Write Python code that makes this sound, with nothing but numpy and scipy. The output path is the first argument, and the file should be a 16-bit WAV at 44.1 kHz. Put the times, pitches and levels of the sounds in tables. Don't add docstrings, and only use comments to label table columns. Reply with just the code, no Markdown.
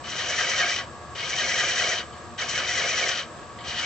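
import sys
import numpy as np
from scipy.fft import rfft, irfft, next_fast_len
from scipy.io import wavfile
from scipy.ndimage import map_coordinates

SR = 44100
rng = np.random.default_rng(int(sys.argv[2]) if len(sys.argv) > 2 else 0)


def to_wav(sig):
    pcm = np.clip(np.atleast_2d(sig), -1, 1) * 32767
    pcm = np.round(pcm).astype(np.int16)
    wavfile.write(sys.argv[1], SR, pcm.T)


N = 169785


def amp(db):
    return 10 ** (np.asarray(db) / 20)


def unit(x):
    return x / np.sqrt(np.mean(x ** 2) + 1e-20)


def along(points, hz):
    f, v = np.transpose(points)
    return np.interp(np.log(hz + 1), np.log(f + 1), v)


def wobble(rate):
    knots = rng.standard_normal(int(N * rate / SR) + 4)
    return map_coordinates(knots, [np.arange(N) * rate / SR])


def filtered(x, response):
    size = next_fast_len(N + SR // 2)
    spectrum = rfft(x, size) * response(np.fft.rfftfreq(size, 1 / SR))
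    return irfft(spectrum, size)[..., :N]


def resonances(modes):
    def response(f):
        total = 0
        for k, (centre, width, db) in enumerate(modes):
            damping = 1j * f * width
            total = total + (-1) ** k * amp(db) * damping / (centre ** 2 - f ** 2 + damping)
        return total
    return response


def humps(rows, hz):
    return sum(db / (1 + (2 * (hz - centre) / width) ** 2) for centre, width, db in rows)


# pitch_hz, lead_rad
PORT_LEAD = [(30, 1.2), (80, 0.36), (160, 0.65), (400, .05), (2000, .2), (8000, 1.08)]


def stereo(pair, alike, balance):
    def mid_side(hz):
        angle = np.arccos(np.clip(along(alike, hz), -1, 1)) / 2
        return np.array([np.cos(angle), np.sin(angle)])

    def ports(hz):
        half = amp(along(balance, hz) / 2) * np.exp(.5j * along(PORT_LEAD, hz))
        return np.array([half, 1 / half])

    mid, side = filtered(pair, mid_side)
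    return filtered(np.array([mid + side, mid - side]), ports)


# pitch_hz, level_db (per Hz)
SHOP_SPECTRUM = [(15, -60.5), (25, -22.5), (124, -3), (202, -10.5), (239, -4), (264, -17.5), (345, -6),
                 (389, -12), (484, -7), (648, -11.5), (714, -7), (806, -13), (933, -11.5), (1410, -12.5),
                 (1670, -15), (2180, -20), (6510, -26.5), (7720, -21), (8300, -36.5), (10800, -69),
                 (18300, -120)]
# pitch_hz, width_hz, lift_db
CASING = [(77.6, 16, 10), (145, 4.4, 4.5), (310, 45, 3), (607, 34, 6), (922, 60, 2.5), (1117, 35, 12.5),
          (1181, 70, 7), (1295, 42, 7), (1450, 140, -4.5), (1639, 45, 10), (1702, 60, 4.5), (7650, 270, 8)]
# pitch_hz, likeness (0 to 1)
SHOP_ALIKE = [(60, 0.6), (160, 0.9), (420, 0.94), (1120, 0.78), (2970, 0.47), (7880, 0.35)]
# pitch_hz, balance_db
SHOP_BALANCE = [(60, 5.5), (160, 0.5), (420, 1.5), (1120, 0.5), (2970, 0.5), (7880, -0.5)]
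# order (multiple of the base pitch), and level_db
BUZZ_ORDERS = [2, 4, 6, 8, 10]
BUZZ_LEVELS = [-64, -65, -55.5, -58.5, -59.5]
SHOP_DB, BUZZ_BASE_HZ = -41, 119.3


def lathe():
    t = np.arange(N) / SR
    noise = filtered(rng.standard_normal((2, N)),
                     lambda hz: amp(along(SHOP_SPECTRUM, hz) + humps(CASING, hz)))
    buzz = 0
    for order, db in zip(BUZZ_ORDERS, BUZZ_LEVELS):
        level = amp(db + 2.5 * wobble(12)) * np.sqrt(2)
        phase = 2 * np.pi * order * BUZZ_BASE_HZ * t + .6 * wobble(15)
        buzz = buzz + level * np.sin(phase)
    unsteady_level = amp(SHOP_DB + 0.8 * wobble(9.4) + 0.4 * wobble(40))
    return stereo(unsteady_level * unit(noise), SHOP_ALIKE, SHOP_BALANCE) + buzz


# pitch_hz, width_hz, level_db
BLADE = [(2208, 160, -1.5), (2328, 100, 1.5), (2408, 88, -4)]
SHANK = [(2931, 82, -1), (3123, 115, 1.5), (3800, 240, -8.5), (4223, 123, -5), (4760, 330, -11)]
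POST = [(1839, 37, -1.5), (1973, 67, 1), (2485, 112, -8)]
# start_s, level_db, blade_over_shank_db
TAPS = [(2.125, -50, -11.5), (3.586, -42, -3), (3.608, -49.5, -5.5)]
TAP_DECAY_S = 0.024


def taps():
    t, out = np.arange(N) / SR, 0
    for modes, blade_share in ((SHANK, 0), (BLADE + POST, 1)):
        push = 0
        for start, db, blade_db in TAPS:
            decay = (t > start) * np.exp(-np.abs(t - start) / TAP_DECAY_S)
            push = push + amp(db + blade_share * blade_db) * decay
        grit = rng.standard_normal((2, N))
        ring = resonances(modes)
        out = out + filtered(grit * push, ring) / np.std(filtered(grit, ring))
    return out


# middle_s, pitch_hz, level_db
SQUEAKS = [(0.201, 1830, -32.5), (0.303, 1744, -33.3), (0.339, 2250, -31.7), (0.389, 2002, -30.3),
           (0.39, 1798, -29.2), (0.412, 1614, -28.9), (0.439, 1604, -33.7), (0.45, 2228, -29.5),
           (0.496, 2282, -33.7), (0.539, 2260, -31.8), (0.603, 1862, -31.0), (0.614, 1625, -31.2),
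           (0.637, 2207, -27.9), (0.694, 2304, -31.1), (0.727, 1959, -31.8), (0.739, 2271, -30.5),
           (0.741, 2487, -33.7), (1.235, 2185, -32.8), (1.34, 2250, -30.5), (1.402, 1862, -28.0),
           (1.415, 1636, -33.2), (1.448, 2207, -28.3), (1.492, 2282, -31.7), (1.499, 1981, -31.6),
           (1.5, 1679, -33.6), (1.525, 1970, -29.8), (1.543, 2250, -32.9), (1.602, 1862, -27.6),
           (1.61, 1614, -31.5), (1.644, 2174, -31.8), (1.69, 2357, -29.3), (1.699, 1658, -31.9),
           (1.702, 1927, -29.9), (1.767, 1841, -33.1), (1.78, 1647, -29.4), (1.798, 2530, -32.0),
           (1.8, 1916, -28.3), (1.812, 1614, -32.4), (1.823, 1959, -30.7), (1.848, 2228, -27.6),
           (1.892, 2314, -32.2), (1.919, 1959, -28.9), (2.428, 2228, -32.5), (2.556, 2207, -33.2),
           (2.571, 1647, -32.1), (2.642, 2271, -32.5), (2.696, 1970, -32.7), (2.717, 1970, -33.4),
           (2.745, 2196, -30.0), (2.776, 1614, -32.0), (2.783, 1991, -26.7), (2.843, 2185, -29.0),
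           (2.854, 1668, -33.1), (2.886, 2347, -31.4), (2.91, 2476, -32.4), (2.945, 2185, -30.9),
           (2.981, 1658, -33.7), (2.983, 1991, -28.6), (3.017, 1614, -32.2), (3.042, 2217, -25.7),
           (3.07, 1841, -33.2), (3.071, 2045, -31.9), (3.781, 1927, -32.4), (3.84, 2239, -32.4)]
HALF_SQUEAK_S = .018
SQUEAK_SAG = .025
PHASE_STEP_RAD = .03


def squeaks():
    out = np.zeros((2, N + SR))
    u = np.linspace(-1, 1, round(2 * HALF_SQUEAK_S * SR))
    swell = np.cos(np.pi * u / 2) ** 2
    for middle, hz, db in SQUEAKS:
        wander = PHASE_STEP_RAD * np.cumsum(rng.standard_normal((2, len(u))), axis=1)
        fall = 2 * np.pi * hz * HALF_SQUEAK_S * (u - SQUEAK_SAG * u ** 2 / 2)
        phase = fall + wander + rng.uniform(0, 2 * np.pi, (2, 1))
        first = round((middle - HALF_SQUEAK_S) * SR)
        out[:, first:first + len(u)] += amp(db) * np.sqrt(2) * swell * np.sin(phase)
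    return out[:, :N]


TURNS_PER_S = 5.015


def round_turn(steps_db):
    place = np.arange(N) / SR * TURNS_PER_S % 1 * len(steps_db) - .5
    return map_coordinates(np.array(steps_db, float), [place], mode="grid-wrap")


TEARS_PER_S, TEAR_SPREAD_DB = 6000, 2


def tears():
    size_draw, sign_draw, when_draw = rng.random((3, 2, N))
    size = amp(-TEAR_SPREAD_DB * np.log(size_draw + 1e-9)) * np.sign(sign_draw - .5)
    return size * (when_draw < TEARS_PER_S / SR) * amp(0.35 * wobble(120))


# rest_db, wood_db, hiss_db
PASSES = [
    [(0.04, -43, 5.5, -5.5, -9.5), (0.086, -35, -1.5, -15, -5), (0.308, -31, 1.5, -9, -2),
     (0.61, -29.5, 3, -8, -1.5), (0.67, -29.5, 3.5, -9, -3), (0.74, -29.5, -2, -11, -1.5),
     (0.788, -31.5, -0.5, -10, -7.5), (0.82, -41, 3.5, -6.5, -7.5), (0.852, -48.5, -1, 1, -7.5),
     (0.87, -57, -8, -12, -19)],
    [(1.153, -38.5, 1.5, -8, -10.5), (1.187, -35.5, -1, -18.5, -9), (1.3, -31, -1.5, -10, -5),
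     (1.45, -30, 1, -12, -1.5), (1.573, -28.5, 2, -9, -1.5), (1.613, -29.5, 2.5, -8, -1.5),
     (1.78, -29, 0.5, -9, -2.5), (1.927, -29.5, 3, -6.5, -1.5), (1.989, -32.5, -2, -8, -7),
     (2.02, -39.5, 1.5, -10.5, -11.5), (2.051, -52, -2, -4, -7), (2.07, -55.5, -2, -9, -5.5)],
    [(2.383, -38.5, 4, -10, -5), (2.413, -33.5, 3, -8, -1), (2.483, -35, 0.5, -11, -4.5),
     (2.493, -31.5, -2, -16, 0.5), (2.579, -31, 3, -5.5, -1), (2.611, -35, 4.5, -6.5, -4),
     (2.705, -30, 1.5, -12, -1.5), (2.8, -30.5, 1.5, -7, -2), (2.92, -29.5, 2, -7.5, -3),
     (3.055, -30, 1, -8, -1.5), (3.097, -27, -0.5, -10, -4.5), (3.209, -34.5, 0.5, -11.5, -6),
     (3.245, -43.5, -0.5, -10, -7.5), (3.29, -60.5, 6, -21, -4.5)],
    [(3.642, -42, 0.5, -19, -16), (3.655, -37.5, -2.5, -11, -8.5), (3.699, -32, -4.5, -17.5, -8),
     (3.72, -34, 2, -22.5, -6.5), (3.757, -32.5, -2.5, -15.5, -11), (3.779, -31.5, -4, -28, -9),
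     (3.825, -32, 1.5, -14, -4), (3.85, -32.5, 2, -19, -1)],
]
# pitch_hz, width_hz, level_db
WOOD = [(140, 52, -15.5), (235, 77, -16), (388, 88, -8.5), (536, 27.5, 1), (618, 41, -2.5), (713, 50, 1)]
REST = [(1264, 90, -4), (1454, 33, -1), (1613, 73, 1), (1655, 46, 0), (1734, 44, -1.5)]
TEETH = [(5486, 140, 4), (5857, 710, 8), (6940, 410, -3), (6800, 510, 1)]
WOOD_TURN = [1, 1, 2, 3, 2, 3, 0, 1, 0, 0, -1, -1, -4, -2, -1, -1, -3, -2, -3, -1]
REST_TURN = [0.5, 3, -1, 1, -0.5, -5, -2, -0.5, -2.5, -2.5, -1.5, -2, -3.5, -3.5, -2, -2, -3, -4, -0.5, 1]
POST_TURN = [3, 1, -0.5, -0.5, -7.5, -6.5, -4, 1, -4.5, -2, 2.5, 1, 0.5, -1, -6.5, -8.5, 0.5, -0.5, 1, 1]
BLADE_TURN = [1, -5.5, 0.5, 4, -0.5, 6, -4.5, -0.5, -4, 3, -4.5, -3, 3, 0.5, 3.5, 2, -1.5, -2.5, -7.5, -1]
SHANK_TURN = [1, -0.5, -0.5, -3.5, -1.5, -3, -3, -4.5, -3.5, -2.5, -3, -4, -1.5, -5, -3, -5.5, -2, -4.5,
              -0.5, 0]
TEETH_TURN = [1, -1, -1, -1, -2, -3, -2, -2, -1, 2, 2.5, 0, -1, -2, -1, -2, 1, -1, 2, 2]
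# pitch_hz, level_db (per Hz)
PLAIN_SCRAPE = [(470, -59), (800, -15), (1500, -13), (2200, -10), (2700, -4), (3040, -0.5), (3480, -11),
                (5240, -15.5), (5830, -10), (8200, -26), (10700, -66.5), (18000, -120)]
# pitch_hz, width_hz, change_db
SCRAPE_BANDS = [(830, 36, -5.5), (2753, 39, -10.5), (3330, 73, 2.5), (5130, 50, -8.5)]
# pitch_hz, likeness (0 to 1)
CUT_ALIKE = [(60, 0.45), (120, 0.56), (240, 0.35), (490, 1), (970, 0.83), (1960, 0.84), (3930, 0.73),
             (7880, 0.76)]
# pitch_hz, balance_db
CUT_BALANCE = [(60, -8.5), (120, 4.5), (240, -4), (490, -1), (970, 2), (1960, -1), (3930, 5), (7880, 3)]
REST_DB, POST_DB, BLADE_DB, SHANK_DB, SCRAPE_DB = -5.5, -6.5, -11, 0, -2.5
BITE_S = .006
SHARED_TEARING = 0.46
CHANCE_DB = .7


def chaser():
    t = np.arange(N) / SR
    times, *columns = np.transpose(np.concatenate(PASSES))
    cut_db, rest_db, wood_db, hiss_db = [np.interp(t, times, c) for c in columns]
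    touch = 0
    for rows in PASSES:
        bite = np.clip((t - rows[0][0]) / BITE_S + 1, 0, 1)
        touch = touch + bite * (t <= rows[-1][0])

    parts = [
        (resonances(WOOD), WOOD_TURN, wood_db),
        (resonances(REST), REST_TURN, rest_db + REST_DB),
        (resonances(POST), POST_TURN, rest_db + POST_DB),
        (resonances(BLADE), BLADE_TURN, rest_db + BLADE_DB),
        (resonances(SHANK), SHANK_TURN, SHANK_DB),
        (resonances(TEETH), TEETH_TURN, hiss_db),
        (lambda hz: amp(along(PLAIN_SCRAPE, hz)) * (hz > 300), SHANK_TURN, SCRAPE_DB),
    ]
    shared = tears()
    out = squeaks() + taps()
    for response, turn, share_db in parts:
        grit = np.sqrt(SHARED_TEARING) * shared + np.sqrt(1 - SHARED_TEARING) * tears()
        steady_rms = np.sqrt(np.mean(filtered(grit, response) ** 2))
        drive_db = cut_db + share_db + round_turn(turn) + CHANCE_DB * wobble(29.96)
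        out = out + filtered(grit * touch * amp(drive_db), response) / steady_rms
    out = filtered(out, lambda hz: amp(humps(SCRAPE_BANDS, hz)))
    return stereo(out, CUT_ALIKE, CUT_BALANCE)


def scene():
    return lathe() + chaser()


# pitch_hz, level_db
MIC = [(6500, 0.5), (7300, -4.5), (7750, -1), (8000, -13), (8300, -1)]
TOP_HZ = 8300


def record(dry):
    return filtered(dry, lambda hz: amp(along(MIC, hz)) * (hz < TOP_HZ))


dry = scene()
out = record(dry)
to_wav(out)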